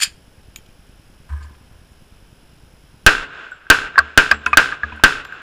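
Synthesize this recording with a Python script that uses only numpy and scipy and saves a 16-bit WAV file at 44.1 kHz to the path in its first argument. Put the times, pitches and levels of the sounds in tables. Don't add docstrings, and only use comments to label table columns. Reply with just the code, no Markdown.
import sys
import numpy as np
from scipy import signal
from scipy.fft import rfft, irfft, next_fast_len
from scipy.io import wavfile
from scipy.ndimage import uniform_filter1d

SR = 44100
rng = np.random.default_rng(int(sys.argv[2]) if len(sys.argv) > 2 else 0)


def bounce(signal):
    frames = np.transpose(np.atleast_2d(signal))
    limited = np.clip(frames, -1, 1)
    pcm = np.round(limited * 32767).astype(np.int16)
    wavfile.write(sys.argv[1], SR, pcm)


def voltage_ratio(decibels):
    exponent = np.asarray(decibels, float) / 20
    return 10 ** exponent


N = 239011


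def unit(x):
    return x / np.sqrt(np.mean(x ** 2) + 1e-20)


def noise(size):
    return rng.standard_normal(size)


def along(points, hz):
    f, v = np.transpose(points)
    return np.interp(np.log(hz + 1), np.log(f + 1), v)


def resonances(modes, f):
    power = 0
    for centre, width, db in modes:
        power = power + voltage_ratio(2 * db) * (f * width) ** 2 / ((centre ** 2 - f ** 2) ** 2 + (f * width) ** 2)
    return np.sqrt(power)


def coloured(x, gain):
    m = 2 * next_fast_len(len(x) // 2 + 8192)
    cepstrum = irfft(np.log(gain(np.fft.rfftfreq(m, 1 / SR)) + 1e-6), m)
    cepstrum[1:m // 2] *= 2
    cepstrum[m // 2 + 1:] = 0
    return irfft(rfft(x, m) * np.exp(rfft(cepstrum)), m)[:len(x)]


def dying(t60s, size):
    hz, t, z = signal.stft(noise(size), SR, nperseg=128)
    fade = voltage_ratio(-60 * t / along(t60s, hz)[:, None])
    return signal.istft(z * fade, SR, nperseg=128)[1][:size]


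def add(track, s, sound):
    part = track[round(s * SR):][:len(sound)]
    part += sound[:len(part)]


def hum(modes, t):
    total = 0
    for hz, db, t60 in modes:
        level = voltage_ratio(db + rng.normal(0, 1.93) - 60 * t / t60)
        total = total + level * np.sin(2 * np.pi * (hz * t + rng.random()))
    return total


# frequency in Hz, level in dB per Hz.
HISS = [(20, -1), (53, -1), (310, -15.5), (574, -19), (1200, -24.5), (1550, -21.5), (1900, -27.5),
        (3000, -24.5), (4300, -32.5), (5500, -34.5), (7500, -36), (10800, -39.5), (14700, -39.5),
        (16000, -52.5)]
# frequency in Hz,
# level in dB, switch-on time and length as shares of the read-out, line width in Hz.
WHINE = [(2589, -75, .25, .35, 10), (2998, -74, .6, .2, 10), (5060, -67, .72, .33, 90),
         (5523, -67.5, .11, .23, 90), (10643, -69, .72, .64, 2), (13187, -84, .11, .6, 2)]


def electronics():
    t = np.arange(N) / SR
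    hiss = voltage_ratio(-49) * unit(coloured(noise(N), lambda f: voltage_ratio(along(HISS, f))))
    frame = 47.96 * (t - 1.7058)
    drift = np.cumsum(noise(N)) / np.sqrt(SR)
    tones = 0
    for hz, db, on, share, width in WHINE:
        switch = uniform_filter1d(0.28 + 0.82 * ((frame - on) % 1 < share), size=40)
        tone = np.sin(2 * np.pi * hz * t + np.sqrt(2 * np.pi * width) * drift)
        tones = tones + voltage_ratio(db + 4.5) * switch * tone
    beacon_s, beacon_period_s = .0762, .1024
    since = (t - beacon_s + .0098) % beacon_period_s - .01
    rebound = .25 * (since > .002) * np.exp(-np.abs(since) / .012)
    beacon = -np.exp(-(since / .0012) ** 2) + rebound
    return hiss + tones + voltage_ratio(-36.5) * beacon


# frequency in Hz, time to fall 60 dB in seconds.
SHELTER = [(100, 0.57), (500, 0.47), (1500, 0.62), (3000, 0.52), (6000, 0.37), (10000, 0.38), (15000, 0.17)]


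def shelter(size):
    t = np.arange(size) / SR
    still_inside = 1 / (1 + np.exp(np.clip((t - .185) / .012, -50, 50)))
    return dying(SHELTER, size) * (.2 + .8 * still_inside)


# frequency in Hz, time to fall 60 dB in seconds.
NEARBY = [(200, 0.098), (1500, 0.19), (4000, 0.044), (12000, .02)]


def nearby(size):
    return dying(NEARBY, size)


# start in seconds, level in dB,
# time for the scrape to fall 60 dB in seconds, brightness in dB per octave.
STEEL_HITS = [(0, -26.5, 0.067, -4), (.0025, -25.5, 0.021, -14.5), (.0108, -14, 0.077, -6.5),
              (.018, -9.5, 0.094, -6), (.0300, -7, 0.044, -2), (.040, -19, 0.15, -7.5),
              (.865, -60, .031, 6), (1.424, -46, .11, -6), (1.549, -48, .036, -14), (1.92, -56, .03, 3)]
# frequency in Hz, width in Hz, level in dB.
STEEL = [(1640, 290, -7.5), (2490, 280, -2.5), (3220, 260, -1), (4457, 160, 0), (4870, 300, 1),
         (7160, 330, 3), (8370, 530, -6), (9530, 560, -4.5), (13200, 2000, -17)]
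# start in seconds, level in dB,
# time for the scrape to fall 60 dB in seconds, brightness in dB per octave.
CATCH_HITS = [
    (.5595, -27.5, 0.016, -3),
    (.567, -39, 0.06, 3),
    (.582, -47, 0.064, -4),
    (.662, -47, 0.018, -6),
    (.688, -54, .04, -9),
]
# frequency in Hz, width in Hz, level in dB.
CATCH = [(2450, 500, 0.5), (3130, 260, 4), (3660, 260, -12), (6920, 290, 2.5), (8500, 700, -10),
         (11000, 1200, -16), (13500, 1400, -6.5)]


def pistol_parts():
    out, t = np.zeros(N), np.arange(SR // 5) / SR
    for hits, modes in [(STEEL_HITS, STEEL), (CATCH_HITS, CATCH)]:
        for s, db, t60, tilt_db in hits:
            def colour(f):
                tilt = voltage_ratio(tilt_db * np.log2((f + 100) / 4000))
                no_bass = f ** 2 / (f ** 2 + 1300 ** 2) * f ** 2 / (f ** 2 + 700 ** 2)
                return resonances(modes, f) * tilt * no_bass
            swell = voltage_ratio(-60 * t / t60) * (1 - np.exp(-t / (0.033 * t60)))
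            grit = noise(len(t)) * voltage_ratio(5.6 * noise(len(t)))
            scrape = coloured(swell * grit, colour)
            add(out, s, voltage_ratio(db) * scrape / np.abs(scrape).max() * 2)
    tail = shelter(SR // 3) + voltage_ratio(22) * nearby(SR // 3)
    return out + voltage_ratio(-18.0) * signal.fftconvolve(out, tail / np.linalg.norm(tail))[:N]


# start in seconds, sway level in dB, rattle level in dB, time for the
# sway to fall 60 dB in seconds.
BOOMS = [
    (1.287, -21, -45.5, 0.28),
    (1.40, -36.5, -64, 0.36),
    (1.70, -49, -66, 0.35),
]
# frequency in Hz, width in Hz, level in dB.
RATTLE = [(1021, 48, 3.5), (1223, 18, 3), (1560, 49, -0.5), (1696, 58, -0.5), (2210, 68, -14)]


def booms():
    t, all_t = np.arange(SR) / SR, np.arange(N) / SR
    sway, shake = np.zeros(N), np.zeros(N)

    def swell(rise, t60):
        rising = np.sin(np.pi / 2 * np.clip(t / rise, 0, 1)) ** 2
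        return rising * voltage_ratio(-60 * np.clip(t - rise, 0, None) / t60)

    for s, sway_db, rattle_db, t60 in BOOMS:
        add(sway, s, voltage_ratio(sway_db) * swell(0.055, t60))
        add(shake, s, voltage_ratio(rattle_db) * swell(0.011, 0.72))
    rattle = unit(coloured(noise(N), lambda f: resonances(list(RATTLE) + [(8330, 660, -27.5)], f)))
    rattle *= 1.75 + .5 * np.cos(2 * np.pi * 24 * all_t)
    bench_hz = 73
    return voltage_ratio(2.5) * sway * np.sin(2 * np.pi * bench_hz * all_t + 1.4) + shake * rattle


# frequency in Hz, level in dB.
TREES = [(100, 1.5), (300, 1.5), (500, 4.5), (1500, 6.5), (3000, -1.5), (4000, -7), (5500, -13),
         (8000, -13.5), (14000, -39.5)]


def far_answer(size):
    t = np.arange(size) / SR
    berm_s, rise_s, fall_s = .17, 0.075, 0.021
    berm = voltage_ratio(4.5) * np.exp(-np.abs(t - berm_s) / np.where(t < berm_s, rise_s, fall_s))
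    trees = voltage_ratio(-4) * np.exp(-((t - 0.33) / 0.11) ** 2)
    valley = voltage_ratio(-14.5)
    return (berm + trees + valley) * unit(coloured(noise(size), lambda f: voltage_ratio(along(TREES, f))))


def surroundings(size):
    return voltage_ratio(-4.0) * nearby(size) + voltage_ratio(-19.5) * shelter(size) + voltage_ratio(-46) * far_answer(size)


def echo_rows(size):
    paths = np.zeros(size)
    bench_top, rafters = (0.001399, 0.002198, 12.8, 6.7, 2), (.0085, .0057, 3, 3.5, 8)
    posts, braces = (.0252, .0304, -3.5, 4.5, 6), (.070, .0315, -16, 1.5, 4)
    for s, step, db, loss_db, count in [bench_top, rafters, posts, braces]:
        k = np.arange(count)
        places = np.round((s + step * k) * SR).astype(int)
        paths[places] += rng.choice([-1, 1], count) * voltage_ratio(db - loss_db * k)
    slap = np.arange(110) / SR - .0012
    ripple = np.sin(2 * np.pi * 1600 * slap) * np.exp(-(slap / 0.00061) ** 2)
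    return signal.fftconvolve(paths, ripple)[:size]


# start in seconds, blast level in dB, level of the low push in dB.
SHOTS = [
    (3.064, 1.5, 3.5),
    (3.7008, 0, -5),
    (4.1755, -1, -3.5),
    (4.5718, -1, -11.5),
    (5.0370, -1, -4),
]
# frequency in Hz, level in dB.
RUMBLE = [(20, -8), (40, 7.5), (90, 6.5), (160, -1), (300, -13), (600, -57)]
# frequency in Hz, level in dB, time to fall 60 dB in seconds.
SHEET = [(154, -4.5, 0.88), (249, -2.5, 0.48), (278, 3, 0.51), (344, -10.5, 0.5), (425, 5, 0.48),
         (496, 2, 0.38)]


def shots():
    size = round(1.2 * SR)
    t = np.arange(size) / SR
    u = t[:400] / 0.000099
    blast = -(1 - u) * np.exp(-u)
    same = voltage_ratio(-8.0) * echo_rows(size) + 1.054 * surroundings(size)
    same[:400] += voltage_ratio(13) * blast + voltage_ratio(20.0 - 60 * t[:400] / 0.0061) * noise(400)
    roof = voltage_ratio(-35.5) * (0.21 + np.cos(2 * np.pi * 27 * (t - .114))) * np.exp(-((t - .125) / 0.049) ** 4)
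    dip = -1.5 * np.sin(np.pi * t / .0075) ** 2
    drift_back = np.tanh((t - .0075) / 0.001) * 0.69 * voltage_ratio(-60 * t / 0.084)
    overload = np.where(t < .0075, dip, drift_back)
    air, push = np.zeros(N), np.zeros(N)
    for s, db, push_db in SHOTS:
        add(air, s, voltage_ratio(db) * (same + 0.8 * surroundings(size)))
        add(push, s, voltage_ratio(push_db) * (overload + roof))
        rumble = unit(coloured(noise(size), lambda f: voltage_ratio(along(RUMBLE, f))))
        add(push, s, voltage_ratio(-41.0 - 60 * t / 1.2) * rumble)
        add(push, s, voltage_ratio(db - 36) * (1 - np.exp(-t / 0.014)) * hum(SHEET, t))
        burst = voltage_ratio(-60 * t[:900] / 0.0094) * noise(900)
        crack = coloured(burst, lambda f: resonances([(4170, 6000, 0.0045)], f) ** 2)
        add(push, s, voltage_ratio(db + 14.5) * crack)
    return air, push


# frequency in Hz, width in Hz, level in dB.
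HOUSING = [(1555, 82, 20.5), (1400, 246, 13), (1100, 160, -1.5), (2663, 420, 12), (3430, 460, 4.5),
           (5220, 280, 5.5), (6950, 740, 5)]
# frequency in Hz, level in dB.
SEAL = [(30, -16.5), (100, -10.5), (300, 6), (800, -1), (2000, -3), (4000, 0), (8000, -9.5), (13000, -17),
        (15300, -25), (17000, -30)]


def through_housing(air):
    return coloured(air, lambda f: voltage_ratio(along(SEAL, f)) * np.hypot(1, resonances(HOUSING, f)))


def gain_control():
    duck_db, hold_s, recover_db_per_s, overload_db = -14, .25, 16, -2
    loud = [row[0] for row in SHOTS]
    for knocks in (HOUSING_KNOCKS, BOARD_KNOCKS):
        loud += [row[0] for row in knocks if row[1] > overload_db]
    loud = np.sort(loud)
    t = np.arange(N) / SR
    since = t - np.append(-np.inf, loud)[np.searchsorted(loud, t)]
    return voltage_ratio(np.clip(duck_db + recover_db_per_s * (since - hold_s), duck_db, 0))


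# frequency in Hz, level in dB,
# time to fall 60 dB in seconds.
MOUTH = [(7530, -2, 0.28), (7780, -7, .2)]
SIDE = [(7280, 0, .2), (11700, -1.9, .13)]
BASE = [(6915, -5, .2), (7900, -9, .2), (10260, -2, .13)]
# start in seconds, level in dB.
MOUTH_RINGS = [(3.514, -56), (4.321, -44)]
SIDE_RINGS = [(5.249, -54), (5.324, -62)]
BASE_RINGS = [(4.461, -43), (4.961, -60)]


def brass():
    out, t = np.zeros(N), np.arange(SR // 2) / SR
    for rings, modes in [(MOUTH_RINGS, MOUTH), (SIDE_RINGS, SIDE), (BASE_RINGS, BASE)]:
        for s, db in rings:
            for hz, mode_db, t60 in modes:
                spin = 1 + .6 * np.cos(2 * np.pi * rng.uniform(33, 70) * t)
                tone = np.sin(2 * np.pi * hz * (1 + rng.normal(0, .003)) * t)
                tick = voltage_ratio(-60 * t / 0.0114) * noise(len(t))
                add(out, s, voltage_ratio(db + mode_db) * (voltage_ratio(-60 * t / t60) * spin * tone + tick))
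    return out


# start in seconds, level in dB,
# main mode in Hz, length in seconds.
HOUSING_KNOCKS = [(3.517, -25, 1482, 0.016), (3.667, -29, 1580, .004), (3.9573, -12, 1610, 0.0043),
                  (3.9637, -20.5, 1690, 0.018), (3.978, -0.5, 1100, 0.0084), (3.9806, 4, 1576, .0079),
                  (3.9887, 5.5, 1577, 0.0056), (3.995, -7, 1390, 0.0051), (4.002, -14.5, 1153, 0.0099),
                  (4.3141, 6.5, 1620, 0.0046), (4.328, -15, 1200, 0.0044), (4.723, -13, 1640, 0.0065),
                  (4.724, -23, 1220, 0.012), (4.833, -8, 1668, 0.0069), (4.836, -19, 1230, 0.01),
                  (5.323, -20.5, 1560, .01)]
# start in seconds, level in dB, main mode in Hz, length in seconds.
BOARD_KNOCKS = [(4.313, -4, 1400, .0012), (4.3196, -8, 1161, 0.0056), (4.4631, -5.5, 1400, 0.0054),
                (4.469, -20.5, 1025, 0.02), (4.5303, -2, 1197, 0.0093), (4.922, -28, 994, 0.0092),
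                (4.997, -30.5, 974, 0.0049), (5.251, -20, 1450, 0.002)]
# frequency in Hz, width in Hz, level in dB.
PLANK = [(303, 84, -14.5), (640, 170, -4), (1020, 98, -7), (1220, 170, 4.5), (1620, 99, 10),
         (2300, 120, -20), (2574, 120, -11), (2880, 240, -19.5), (4000, 370, -19.5), (6800, 2000, -38)]
# start in seconds, level in dB.
CRACKS = [
    (4.3125, -12.5),
    (4.4613, -18),
    (5.248, -33.5),
]


def knocks_and_cracks():
    out, t = np.zeros(N), np.arange(SR // 2) / SR
    for knocks, upper_db, rattle_db in [(HOUSING_KNOCKS, -30.5, -17.5), (BOARD_KNOCKS, -4.5, -9.5)]:
        for s, db, hz, length in knocks:
            a, b, c = noise(3)
            upper = np.sin(2 * np.pi * 2560 * (1 + 0.027 * a) * t)
            upper += voltage_ratio(-7.5 + 4.4 * b) * np.sin(2 * np.pi * 2270 * (1 + 0.01 * c) * t)
            main = np.sin(2 * np.pi * hz * (t + round(s * SR) / SR))
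            ring = (main + voltage_ratio(upper_db) * upper) * np.exp(-(t / length) ** 1.55)
            ring *= np.tanh((t / (0.11 * length)) ** 2)
            rattle = unit(coloured(noise(len(t)), lambda f: resonances(PLANK, f) / (1 + (f / 5500) ** 4)))
            rattle *= voltage_ratio(rattle_db - 60 * t / 0.068) * (1 - np.exp(-t / 0.00052))
            add(out, s, voltage_ratio(db) * (ring + rattle))
    for s, db in CRACKS:
        burst = voltage_ratio(-60 * t / 0.029) * noise(len(t))
        crack = coloured(burst, lambda f: resonances([(3720, 4400, 2)], f) ** 2 / (1 + (f / 8000) ** 6))
        add(out, s, voltage_ratio(db) * crack)
    tail = shelter(SR // 3)
    bright = coloured(out, lambda f: f / (f + 3000))
    return out + voltage_ratio(-26) * signal.fftconvolve(bright, tail / np.linalg.norm(tail))[:N]


# start in seconds, level in dB.
THUMPS = [(3.977, -29), (4.314, -27.5), (4.4639, -29.5), (4.528, -33.5), (4.833, -32), (4.922, -34)]
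# frequency in Hz, level in dB, time to fall 60 dB in seconds.
BENCH = [(73.8, -2, 0.37), (221, -13, 0.41), (301, -19.5, 0.51), (438, -17.5, 0.46)]


def bench_thumps():
    out, t = np.zeros(N), np.arange(SR // 2) / SR
    for s, db in THUMPS:
        add(out, s, voltage_ratio(db + 5) * hum(BENCH, t) * (1 - np.exp(-t / 0.0039)))
    return out


def scene():
    air, push = shots()
    cases = brass() + knocks_and_cracks() + bench_thumps()
    mix = through_housing(air) + push + cases + pistol_parts() + booms()
    mix = mix + gain_control() * electronics()
    top_hz = 15310
    return coloured(mix, lambda f: 1 / np.hypot(1, (f / top_hz) ** 300))[None]


def band_limit(x):
    return signal.sosfilt(signal.butter(12, 16960, fs=SR, output="sos"), x)


def record(dry):
    clipped = dry / (1 + np.abs(dry / 1.0) ** 14) ** (1 / 14)
    return band_limit(clipped)


dry = scene()
out = record(dry)
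bounce(out)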